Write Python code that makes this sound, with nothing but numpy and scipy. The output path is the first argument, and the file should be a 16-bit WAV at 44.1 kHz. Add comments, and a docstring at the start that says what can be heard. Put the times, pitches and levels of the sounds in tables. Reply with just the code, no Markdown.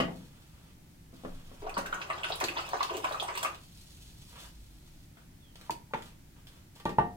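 """Rinsing a paintbrush

A painter rinses a brush in a water jar, wipes it, then taps it about a palette, close to a stereo
microphone. Each stroke in the water traps a cluster of ringing bubbles and throws droplets. Bristles
hiss and rub in runs of tiny slips; the palette and the desk ring with short modes when struck.
A small, quiet room answers everything."""
import sys
import numpy as np
from scipy import signal
from scipy.fft import rfft, irfft
from scipy.io import wavfile

SR = 44100
rng = np.random.default_rng(int(sys.argv[2]) if len(sys.argv) > 2 else 0)


def wav_out(sig):
    """Save sig, one row per channel (or a flat mono array), as 16-bit PCM at SR to the path in sys.argv[1]."""
    wavfile.write(sys.argv[1], SR, np.round(np.clip(np.atleast_2d(sig).T, -1, 1) * 32767).astype(np.int16))


N = 315756
TIME = np.arange(N) / SR
RING = TIME[:SR // 2]  # half a second, the time axis of one hit


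def undb(db):
    """Decibels to gain."""
    return 10 ** (np.asarray(db) / 20)


def unit(x):
    """Scale to rms 1."""
    return x / np.sqrt(np.mean(x ** 2))


def burst(x):
    """Scale to the energy of 10 ms at rms 1."""
    return x / np.sqrt(np.sum(x ** 2) / (SR / 100))


def add(out, start_s, x):
    """Mix x into out at a given time."""
    i = int(np.clip(start_s * SR, 0, len(out) - 1))
    out[i:i + len(x)] += x[:len(out) - i]


def colour(x, points):
    """Minimum-phase EQ through (Hz, dB) points."""
    hz, db = np.transpose(points)
    size = 8192
    freqs = np.maximum(np.arange(size // 2 + 1) * SR / size, 1)
    gain = undb(np.interp(np.log(freqs), np.log(hz), db))
    cepstrum = irfft(np.log(gain))
    cepstrum[1:size // 2] *= 2
    cepstrum[size // 2 + 1:] = 0
    return signal.fftconvolve(x, irfft(np.exp(rfft(cepstrum))))[:len(x)]


def soften(x, hz):
    """Two-pole low-pass: a soft contact pushes for longer and sounds duller."""
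    return signal.sosfilt(signal.butter(2, min(hz, SR / 3), fs=SR, output="sos"), x)


def gesture(start_s, length_s, rise_s, fall_s):
    """Envelope of one movement: a smooth rise, a hold, and a fade once its length is over."""
    rise = np.sin(np.pi / 2 * np.clip((TIME - start_s) / rise_s, 0, 1)) ** 2
    return rise * np.exp(-np.maximum(TIME - start_s - length_s, 0) / fall_s)


def crackle(per_second, spread_db):
    """Random impulses of unequal strength."""
    strength = undb(spread_db * np.minimum(rng.exponential(size=N), 4))
    return (rng.random(N) < per_second / SR) * rng.standard_normal(N) * strength


def crack(eq, decay_s):
    """The brief noise of a contact."""
    noise = rng.standard_normal(len(RING)) * np.exp(-RING / decay_s)
    return burst(colour(noise, eq))


def ring(modes, tuning, rise_s):
    """Decaying modes that build up as the blow spreads through the body."""
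    tone = sum(undb(db) * np.sin(2 * np.pi * freq * tuning * RING) * np.exp(-np.log(1000) * RING / t60)
               for freq, db, t60 in modes)
    return -tone * (1 - np.exp(-RING / rise_s))


def diffuse(size, mic_gap_m=0.25):
    """Noise from all sides at two capsules: alike in the bass, unrelated in the treble."""
    likeness = np.sinc(2 * np.fft.rfftfreq(size, 1 / SR) * mic_gap_m / 343)
    mid = irfft(rfft(rng.standard_normal(size)) * np.sqrt((1 + likeness) / 2), size)
    side = irfft(rfft(rng.standard_normal(size)) * np.sqrt((1 - likeness) / 2), size)
    return np.array([mid + side, mid - side])


# The room's decay. Each row: frequency in Hz, T60 in seconds.
ROOM_DECAY = [(100, 0.83), (300, 0.35), (900, 0.28), (3000, 0.24), (14000, 0.22)]


def room_response():
    """Stereo reverb of a small room, the lows lasting longest."""
    hz, t60 = np.transpose(ROOM_DECAY)
    freqs, times, cells = signal.stft(diffuse(len(RING)), SR, nperseg=256)
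    band_t60 = np.interp(np.log(freqs + 1), np.log(hz), t60)
    fade = np.exp(-np.log(1000) * times / band_t60[:, None])
    tail = signal.istft(cells * fade, SR)[1][:, :len(RING)]
    tail *= np.clip((RING - 0.002) / 0.00092, 0, 1)  # pre-delay
    tail *= 1 + np.exp(-RING / 0.0043)  # the desk top and near objects reflect first and strongest
    return tail / np.sqrt(np.sum(tail ** 2) / 2)


def place(x, lag_ms, pan_db, wet_db, treble_db):
    """Direct sound reaches the right capsule first and the room follows; positive pan leans left."""
    send = colour(x, [(700, wet_db), (5000, wet_db + treble_db)])
    reverb = np.array([signal.fftconvolve(send, side)[:N] for side in room_response()])
    left = np.pad(x, (int(lag_ms * SR / 1000), 0))[:N]
    return (np.array([left, x]) + reverb) * undb([[pan_db / 2], [-pan_db / 2]])


# EQ of the room's air. Each row: frequency in Hz, gain in dB.
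AIR_EQ = [(12, -27), (20, -16), (49, 0.5), (172, -2), (204, -8.5), (234, -9.5), (310, -10.5), (472, -23.5),
          (513, -22), (923, -22), (1030, -26), (2320, -26), (2910, -28), (3250, -28), (16000, -32.5)]
# Swells of rumble. Each row: start in seconds, length in seconds, level in dB, centre in Hz.
RUMBLE_SWELLS = [(1.15, 0.77, -49.5, 18.8), (1.196, 0.59, -62, 90), (3.85, 1.13, -56, 46.5)]


def room_tone(air_db=-55.07, rumble_db=-62.5, swell_octaves=0.36):
    """A bed of steady air and a low rumble that swells now and then."""
    air = unit(np.array([colour(side, AIR_EQ) for side in diffuse(N)]))
    rumble_eq = [(12, -15), (20, 25.5), (33, -15), (48, -23.5), (70, 5), (200, -78)]
    rumble = undb(rumble_db) * unit(colour(rng.standard_normal(N), rumble_eq))
    for start_s, length_s, db, hz in RUMBLE_SWELLS:
        edges_hz = hz * 2 ** (np.array([-0.5, 0.5]) * swell_octaves)
        band = signal.butter(2, edges_hz, "bandpass", fs=SR, output="sos")
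        swell = gesture(start_s, length_s, rise_s=0.17, fall_s=0.1)
        rumble += undb(db) * swell * unit(signal.sosfilt(band, rng.standard_normal(N)))
    return undb(air_db) * air + rumble


# The desk's body. Each row: frequency in Hz before tuning, level in dB, T60 in seconds.
DESK_MODES = [(185, -5.5, 0.14), (263, 3, 0.075), (333.7, 1.5, 0.098), (423, -12, 0.049), (543, -3, 0.057),
              (680, 0.5, 0.05)]
# EQ of a scuff on the desk. Each row: frequency in Hz, gain in dB.
SCUFF_EQ = [(150, -7), (450, 3), (1000, -1), (1500, 1), (2500, 0), (4500, -6), (9000, -8.5), (16000, 0.5)]
# Desk knocks. Each row: start in seconds, level in dB, contact cut-off in Hz, scuff trim in dB.
DESK_KNOCKS = [(.001, -12.5, 2760, 0), (.032, -40, 1500, 8), (0.085, -27, 910, 4), (.111, -31, 600, 5.5),
               (1.127, -34.5, 686, -5), (1.236, -30, 396, 7), (1.2479, -29.5, 734, 11),
               (1.514, -39.5, 720, 5.5), (1.77, -23, 400, 10), (5.171, -48, 1500, 6)]


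def desk():
    """Things moved on the desk knock dully: a short scuff over the desk's low modes."""
    knocks = np.zeros(N)
    for start_s, db, contact_hz, scuff_db in DESK_KNOCKS:
        body = undb(-12) * ring(DESK_MODES, tuning=0.97, rise_s=0.0039)
        scuff = undb(scuff_db - 7.5) * crack(SCUFF_EQ, decay_s=0.0038)
        add(knocks, start_s, undb(db) * soften(body + scuff, contact_hz))
    return place(knocks, lag_ms=0.23, pan_db=1.8, wet_db=1, treble_db=4.5)


# The path of one faint squeak. Each row: time in seconds, pitch in Hz, level in dB.
SQUEAK_PATH = [(5.39, 3650, -80), (5.44, 3400, -65), (5.50, 3100, -72), (5.56, 3020, -78)]


def squeak():
    """Wet bristles stick and slip at an unsteady, falling rate."""
    times, hz, db = np.transpose(SQUEAK_PATH)
    jitter = 0.0155 * unit(soften(rng.standard_normal(N), 295))
    slip_hz = np.interp(TIME, times, hz) * (1 + jitter)
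    level = undb(np.interp(TIME, times, db)) * (TIME >= times[0]) * (TIME <= times[-1])
    return level * np.sin(2 * np.pi * np.cumsum(slip_hz) / SR)


# EQs of the light hiss, the pressed rub and the ferrule's click. Each row: frequency in Hz, gain in dB.
HISS_EQ = [(1200, -38), (2500, -12.5), (4000, -6), (5500, -10.5), (7500, -12), (11000, -13), (16000, -23.5)]
RUB_EQ = [(210, -64), (350, -9.5), (490, 3.5), (714, -0.5), (1010, 3), (2040, -5), (3500, -3), (4550, -28),
          (7700, -120)]
FERRULE_EQ = [(800, -5.5), (2000, -5.5), (3600, 0.5), (5200, -6.5), (8000, -11.5), (12000, -14.5),
              (16000, -21)]
# Bristle strokes. Each row: start, length and attack in seconds, relative hiss and rub levels in dB.
BRUSH_STROKES = [(0.063, 0.2, 0.023, -63.5, -62), (0.29, 0.42, 0.045, -71, -64.5),
                 (1.116, 0.51, .03, -64, -61), (3.562, 0.73, .06, -58.5, -74),
                 (4.263, 0.19, .13, -55, -50.5), (4.438, .6, 0.036, -67, -90),
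                 (5.159, 0.033, .015, -69, -60), (5.549, 0.14, .015, -64.5, -60),
                 (5.957, 0.14, 0.02, -60.5, -58), (6.354, 0.024, .015, -82, -60),
                 (6.462, 0.13, 0.017, -65, -63.5), (6.74, 0.047, 0.022, -62, -60)]
# The ferrule touching glass and palette. Each row: start in seconds, relative level in dB.
FERRULE_CLICKS = [(2.4402, -28), (2.83, -29.5), (3.5463, -44.5), (4.221, -53), (4.8761, -58),
                  (5.5562, -47.5), (5.6123, -48), (5.7069, -34.5), (6.0224, -44.5), (6.4701, -48),
                  (6.7996, -48), (6.8534, -39), (6.893, -45.5), (6.985, -48)]


def brush(lift_s=0.028):
    """Bristles flick over paper, cloth and paint in uneven runs of tiny slips; the ferrule clicks."""
    hiss_gain, rub_gain, clicks = np.zeros((3, N))
    for start_s, length_s, press_s, hiss_db, rub_db in BRUSH_STROKES:
        pressure = gesture(start_s, length_s, press_s, lift_s)
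        hiss_gain += undb(hiss_db) * pressure
        rub_gain += undb(rub_db) * pressure
    grip = undb(3.2 * unit(soften(rng.standard_normal(N), 38)))
    hiss = unit(grip * colour(crackle(per_second=4700, spread_db=0.5), HISS_EQ))
    rub = unit(colour(crackle(per_second=3100, spread_db=3.5), RUB_EQ))
    bristles = undb(-3.5) * hiss_gain * hiss + undb(-6) * rub_gain * rub
    for start_s, db in FERRULE_CLICKS:
        add(clicks, start_s, undb(db - 7) * crack(FERRULE_EQ, decay_s=0.002))
    return place(bristles + clicks + squeak(), lag_ms=0.14, pan_db=-0.5, wet_db=0, treble_db=1.5)


# The palette's hollow knock. Each row: ratio to the tap's pitch, level in dB, T60 in seconds.
HOLLOW_MODES = [(.84, -36, 0.09), (1, 11.5, 0.031)]
# Ring-out of the palette and the water jar. Each row: frequency in Hz, level in dB, T60 in seconds.
PALETTE_MODES = [(147.2, -30, 0.35), (818, -27, 0.32), (950, -41, 0.22), (1170, -22, 0.21),
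                 (1460, -23, 0.063), (1490, -30, .16), (1845, -27, 0.3), (2050, -42, 0.17),
                 (2820, -31, 0.21), (3820, -35, .13)]
JAR_MODES = [(715, 1, 0.56)]
# EQs of a tap's crack and of loose things rattling. Each row: frequency in Hz, gain in dB.
CRACK_EQ = [(150, -11), (450, 8), (1000, 2.5), (2500, -1), (4500, -12.5), (9000, -11), (16000, -2.5)]
RATTLE_EQ = [(60, -7), (130, -5.5), (250, 3.5), (420, -3), (600, -7.5), (900, -9), (2500, -44), (8000, -82)]
# Taps on the palette. Each row: start in seconds, level in dB, knock pitch in Hz,
# contact cut-off in Hz, then trims in dB for the ring-out, the desk thud and the crack.
PALETTE_TAPS = [(5.6952, -20, 932, 1300, -22, -16, -12.5), (5.909, -48, 900, 2000, 7, -29, -16),
                (5.936, -35.5, 990, 2400, -6, -19, 8), (5.9445, -22.5, 908, 1800, -5, -8, -13),
                (6.761, -53, 900, 3000, 11, -11, -7), (6.799, -49.5, 940, 4000, 17, -16, -2),
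                (6.8547, -20, 910, 2180, 10.5, -2.5, -14), (6.893, -39.5, 940, 4000, -10, 7.5, 2),
                (6.984, -9.5, 901, 1660, 6, -10, -15)]


def palette():
    """Struck by the brush, the palette knocks and rings on; the desk thumps and loose things rattle."""
    blows, rings = np.zeros((2, N))
    for start_s, db, hz, contact_hz, ring_db, thud_db, crack_db in PALETTE_TAPS:
        hollow = ring(HOLLOW_MODES, tuning=hz, rise_s=0.0057)
        contact = undb(crack_db) * crack(CRACK_EQ, decay_s=0.0055)
        knock = soften(hollow + contact, contact_hz)
        thump = undb(-9.5) * soften(ring(DESK_MODES, tuning=0.8, rise_s=0.0015), 390)
        rattle = undb(-7) * crack(RATTLE_EQ, decay_s=0.04)
        add(blows, start_s, undb(db) * (knock + undb(thud_db) * (thump + rattle)))
        ring_out = undb(ring_db) * soften(ring(PALETTE_MODES, tuning=1, rise_s=0.0077), contact_hz)
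        # shaken through the desk, the jar speaks up only on hard taps
        jar = undb(-7 + 1.9 * db) * ring(JAR_MODES, tuning=1, rise_s=0.004)
        add(rings, start_s, undb(db) * (ring_out + jar))
    return (place(blows, lag_ms=0.14, pan_db=1, wet_db=-7.5, treble_db=12.5)
            + place(rings, lag_ms=0.14, pan_db=1, wet_db=-16.5, treble_db=-3))


RINSE_START_S, RINSE_LENGTH_S, SETTLE_S = 1.61, 1.87, 0.055
LOWEST_BUBBLE_HZ = 294.3
LEAD_IN_S = 0.015  # a cluster gathers for this long before its main bubble


def bubble(hz, cycles, glide):
    """A pocket of air swings up, rings for some cycles and rises in pitch as it nears the surface."""
    life_s = cycles / hz
    t = TIME[:int(life_s * SR) + 2]
    attack = 1 - np.exp(-(t * hz / 1.38) ** 2)
    phase = 2 * np.pi * hz * t * (1 + glide * t / life_s / 2)
    return attack * np.sin(phase) * np.exp(-np.log(1000) * t / life_s)


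def cluster(hz, octaves, scatter_s, cycles, main_db, count):
    """One main bubble among others of scattered size; a few come just ahead of it."""
    out = np.zeros(len(RING))
    add(out, LEAD_IN_S, undb(main_db) * bubble(hz, cycles, glide=0.077))
    waits = rng.exponential(size=count) - 0.33 * rng.exponential(size=count)
    for wait, detune, strength in zip(waits, rng.standard_normal(count), rng.uniform(-1.13, 1, count)):
        pitch = np.clip(hz * 2 ** (octaves * detune), LOWEST_BUBBLE_HZ, SR / 3)
        # large bubbles ring longer, so they start weaker
        gain = strength * np.sqrt(pitch / hz) * np.exp(-max(wait / 2, -2 * wait))
        add(out, LEAD_IN_S + wait * scatter_s, gain * bubble(pitch, cycles * 0.71, glide=0.66))
    return burst(out)


def bubbling(low_hz, high_hz, eq, cycles, spread_db, count):
    """Stirring frees bubbles of all sizes at random moments; rms is about 1 during the rinse."""
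    out = np.zeros(N)
    for when, height, chance in rng.random((count, 3)):
        gain = undb(-spread_db * np.log(max(chance, 0.03)))
        start_s = RINSE_START_S + when * (RINSE_LENGTH_S + 2 * SETTLE_S)
        hz = low_hz * (high_hz / low_hz) ** height
        add(out, start_s, gain * bubble(hz, cycles, glide=0.054))
    return np.sqrt(RINSE_LENGTH_S / TIME[-1]) * unit(colour(out, eq))


def churn(sloshes, wake_s=0.036):
    """Gains of gurgle and spray: stirring keeps both going, and each stroke leaves a dying wake."""
    pushes = np.zeros(N)
    for start_s, db, *_ in sloshes:
        add(pushes, start_s, [undb(db) ** 2])
    wake = np.sqrt(signal.lfilter([1], [1, -np.exp(-2 / (wake_s * SR))], pushes))
    stirring = gesture(RINSE_START_S, RINSE_LENGTH_S, rise_s=0.056, fall_s=SETTLE_S)
    froth_build = gesture(RINSE_START_S, RINSE_LENGTH_S, rise_s=1.0, fall_s=SETTLE_S)
    gurgle_gain = np.hypot(undb(-40) * stirring, undb(-6) * wake)
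    spray_gain = np.hypot(undb(-45.5) * froth_build, undb(-27.5) * wake)
    return gurgle_gain, spray_gain


# EQs of the gurgle, the fine spray and a droplet's snap. Each row: frequency in Hz, gain in dB.
GURGLE_EQ = [(150, -28), (300, -6.5), (1100, 9.5), (2000, -0.5), (3000, -6), (5000, -21)]
SPRAY_EQ = [(1200, -18), (2500, 4.5), (4000, -1), (7000, -1.5), (12000, -7.5), (16000, -7.5)]
SNAP_EQ = [(1000, -23), (3000, -6), (5000, 4.5), (8000, 4.5), (12000, 0), (16000, -6.5)]
# Droplets hitting the surface and the glass.
# Each row: start in seconds, relative level in dB, pitch in Hz, snap trim in dB.
DROPLETS = [(1.694, -37.5, 2470, -8.5), (1.7417, -40.5, 4600, -26), (1.778, -43.5, 2640, 8.5),
            (1.8614, -48.5, 2480, 7.5), (1.943, -43, 6700, -1), (2.0166, -34, 2600, -15),
            (2.132, -43.5, 3860, -25), (2.2339, -28.5, 2700, -16.5), (2.2862, -38, 2780, -8),
            (2.3211, -28.5, 3800, -38), (2.356, -40, 10300, -23), (2.402, -33.5, 2450, -0.5),
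            (2.4406, -29, 4200, -15), (2.4845, -26.5, 2520, -16), (2.828, -34.5, 4200, -32),
            (2.9469, -42, 2900, -10), (3.044, -32.5, 2360, -6), (3.123, -39.5, 3820, -4),
            (3.1988, -27.5, 3440, -16), (3.228, -42, 8700, -1), (3.3746, -31.5, 2770, -2.5),
            (3.4292, -35, 3300, 6)]
# Brush strokes in the water. Each row: start in seconds, relative level in dB, bubble pitch in Hz,
# fizz trim in dB, the main bubble's level within its cluster in dB.
WATER_STROKES = [(1.621, -38.5, 410, -13, 6), (1.641, -36.5, 455, -38, 3), (1.666, -32, 744, -18, 4.5),
                 (1.768, -25.5, 1075, -14, -8), (1.784, -32.5, 556, -6, 19), (1.858, -34, 1500, -10.5, 14),
                 (1.927, -26.5, 1396, -37, 14), (2.014, -41.5, 1490, 2.5, 13), (2.1, -27, 1164, -17, 8.5),
                 (2.179, -40, 840, -1.5, 10), (2.243, -30, 1480, -5, 3.5), (2.301, -29, 740, -13, -1),
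                 (2.411, -25.5, 1042, -12, 3), (2.428, -29.5, 317, -28, -1), (2.567, -31, 840, 1, -5),
                 (2.59, -32.5, 1276, -27, 15), (2.731, -23, 794, -17, -6), (2.806, -23.5, 1062, -14, 13.5),
                 (2.895, -34.5, 1014, -7, 12), (2.907, -32, 446, -28, 0), (2.942, -31.5, 386, -10.5, 7),
                 (2.969, -35.5, 430, -16, -2), (3.043, -24, 1022, -25, 6), (3.108, -31, 777, -17, -11),
                 (3.144, -30.5, 1230, -34, 26), (3.22, -30.5, 808, -13, -3), (3.284, -31, 1080, -10, 3),
                 (3.352, -40, 1070, 6.5, 17), (3.373, -35.5, 1010, -6, 8), (3.43, -30, 1030, -13, 0),
                 (3.447, -24.5, 1174, -16, 9)]


def water():
    """Strokes gulp air and fizz, droplets snap, and small bubbles and froth fill the gaps."""
    lows, highs = np.zeros((2, N))
    for start_s, db, hz, fizz_db, main_db in WATER_STROKES:
        gulp = cluster(hz, octaves=0.542, scatter_s=0.0088, cycles=22.6, main_db=main_db, count=32)
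        fizz = cluster(2840, octaves=0.69, scatter_s=0.015, cycles=23, main_db=-61, count=30)
        add(lows, start_s - LEAD_IN_S, undb(db - 4.5) * gulp)
        add(highs, start_s - LEAD_IN_S, undb(db + fizz_db - 5.5) * fizz)
    for start_s, db, hz, snap_db in DROPLETS:
        plink = cluster(hz, octaves=0.37, scatter_s=0.004, cycles=23, main_db=6, count=12)
        add(highs, start_s - LEAD_IN_S, undb(db - 7.5) * plink)
        add(highs, start_s, undb(db + snap_db - 9.5) * crack(SNAP_EQ, decay_s=0.0054))
    gurgle_gain, spray_gain = churn(WATER_STROKES)
    gurgle = bubbling(LOWEST_BUBBLE_HZ, 3350, GURGLE_EQ, cycles=11.1, spread_db=1.5, count=1400)
    spray = bubbling(2156, 15600, SPRAY_EQ, cycles=45, spread_db=3.5, count=1300)
    # bristles dragging through the surface burst a fine froth
    froth = unit(colour(crackle(per_second=560, spread_db=7), SPRAY_EQ))
    lows += gurgle_gain * undb(-10.5) * gurgle
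    highs += spray_gain * (undb(-8.5) * spray + undb(-14.5) * froth)
    return (place(lows, lag_ms=0.23, pan_db=1, wet_db=-1, treble_db=8)
            + place(highs, lag_ms=0.27, pan_db=-1.5, wet_db=-1.5, treble_db=4))


def scene():
    """Everything on the painter's desk, over the room tone."""
    return water() + palette() + desk() + brush() + room_tone()


def record(dry):
    """A steep low-pass takes off the very top."""
    top_hz = 15900
    return signal.sosfilt(signal.ellip(10, 0.2, 70, top_hz, fs=SR, output="sos"), dry)


dry = scene()
out = record(dry)
wav_out(out)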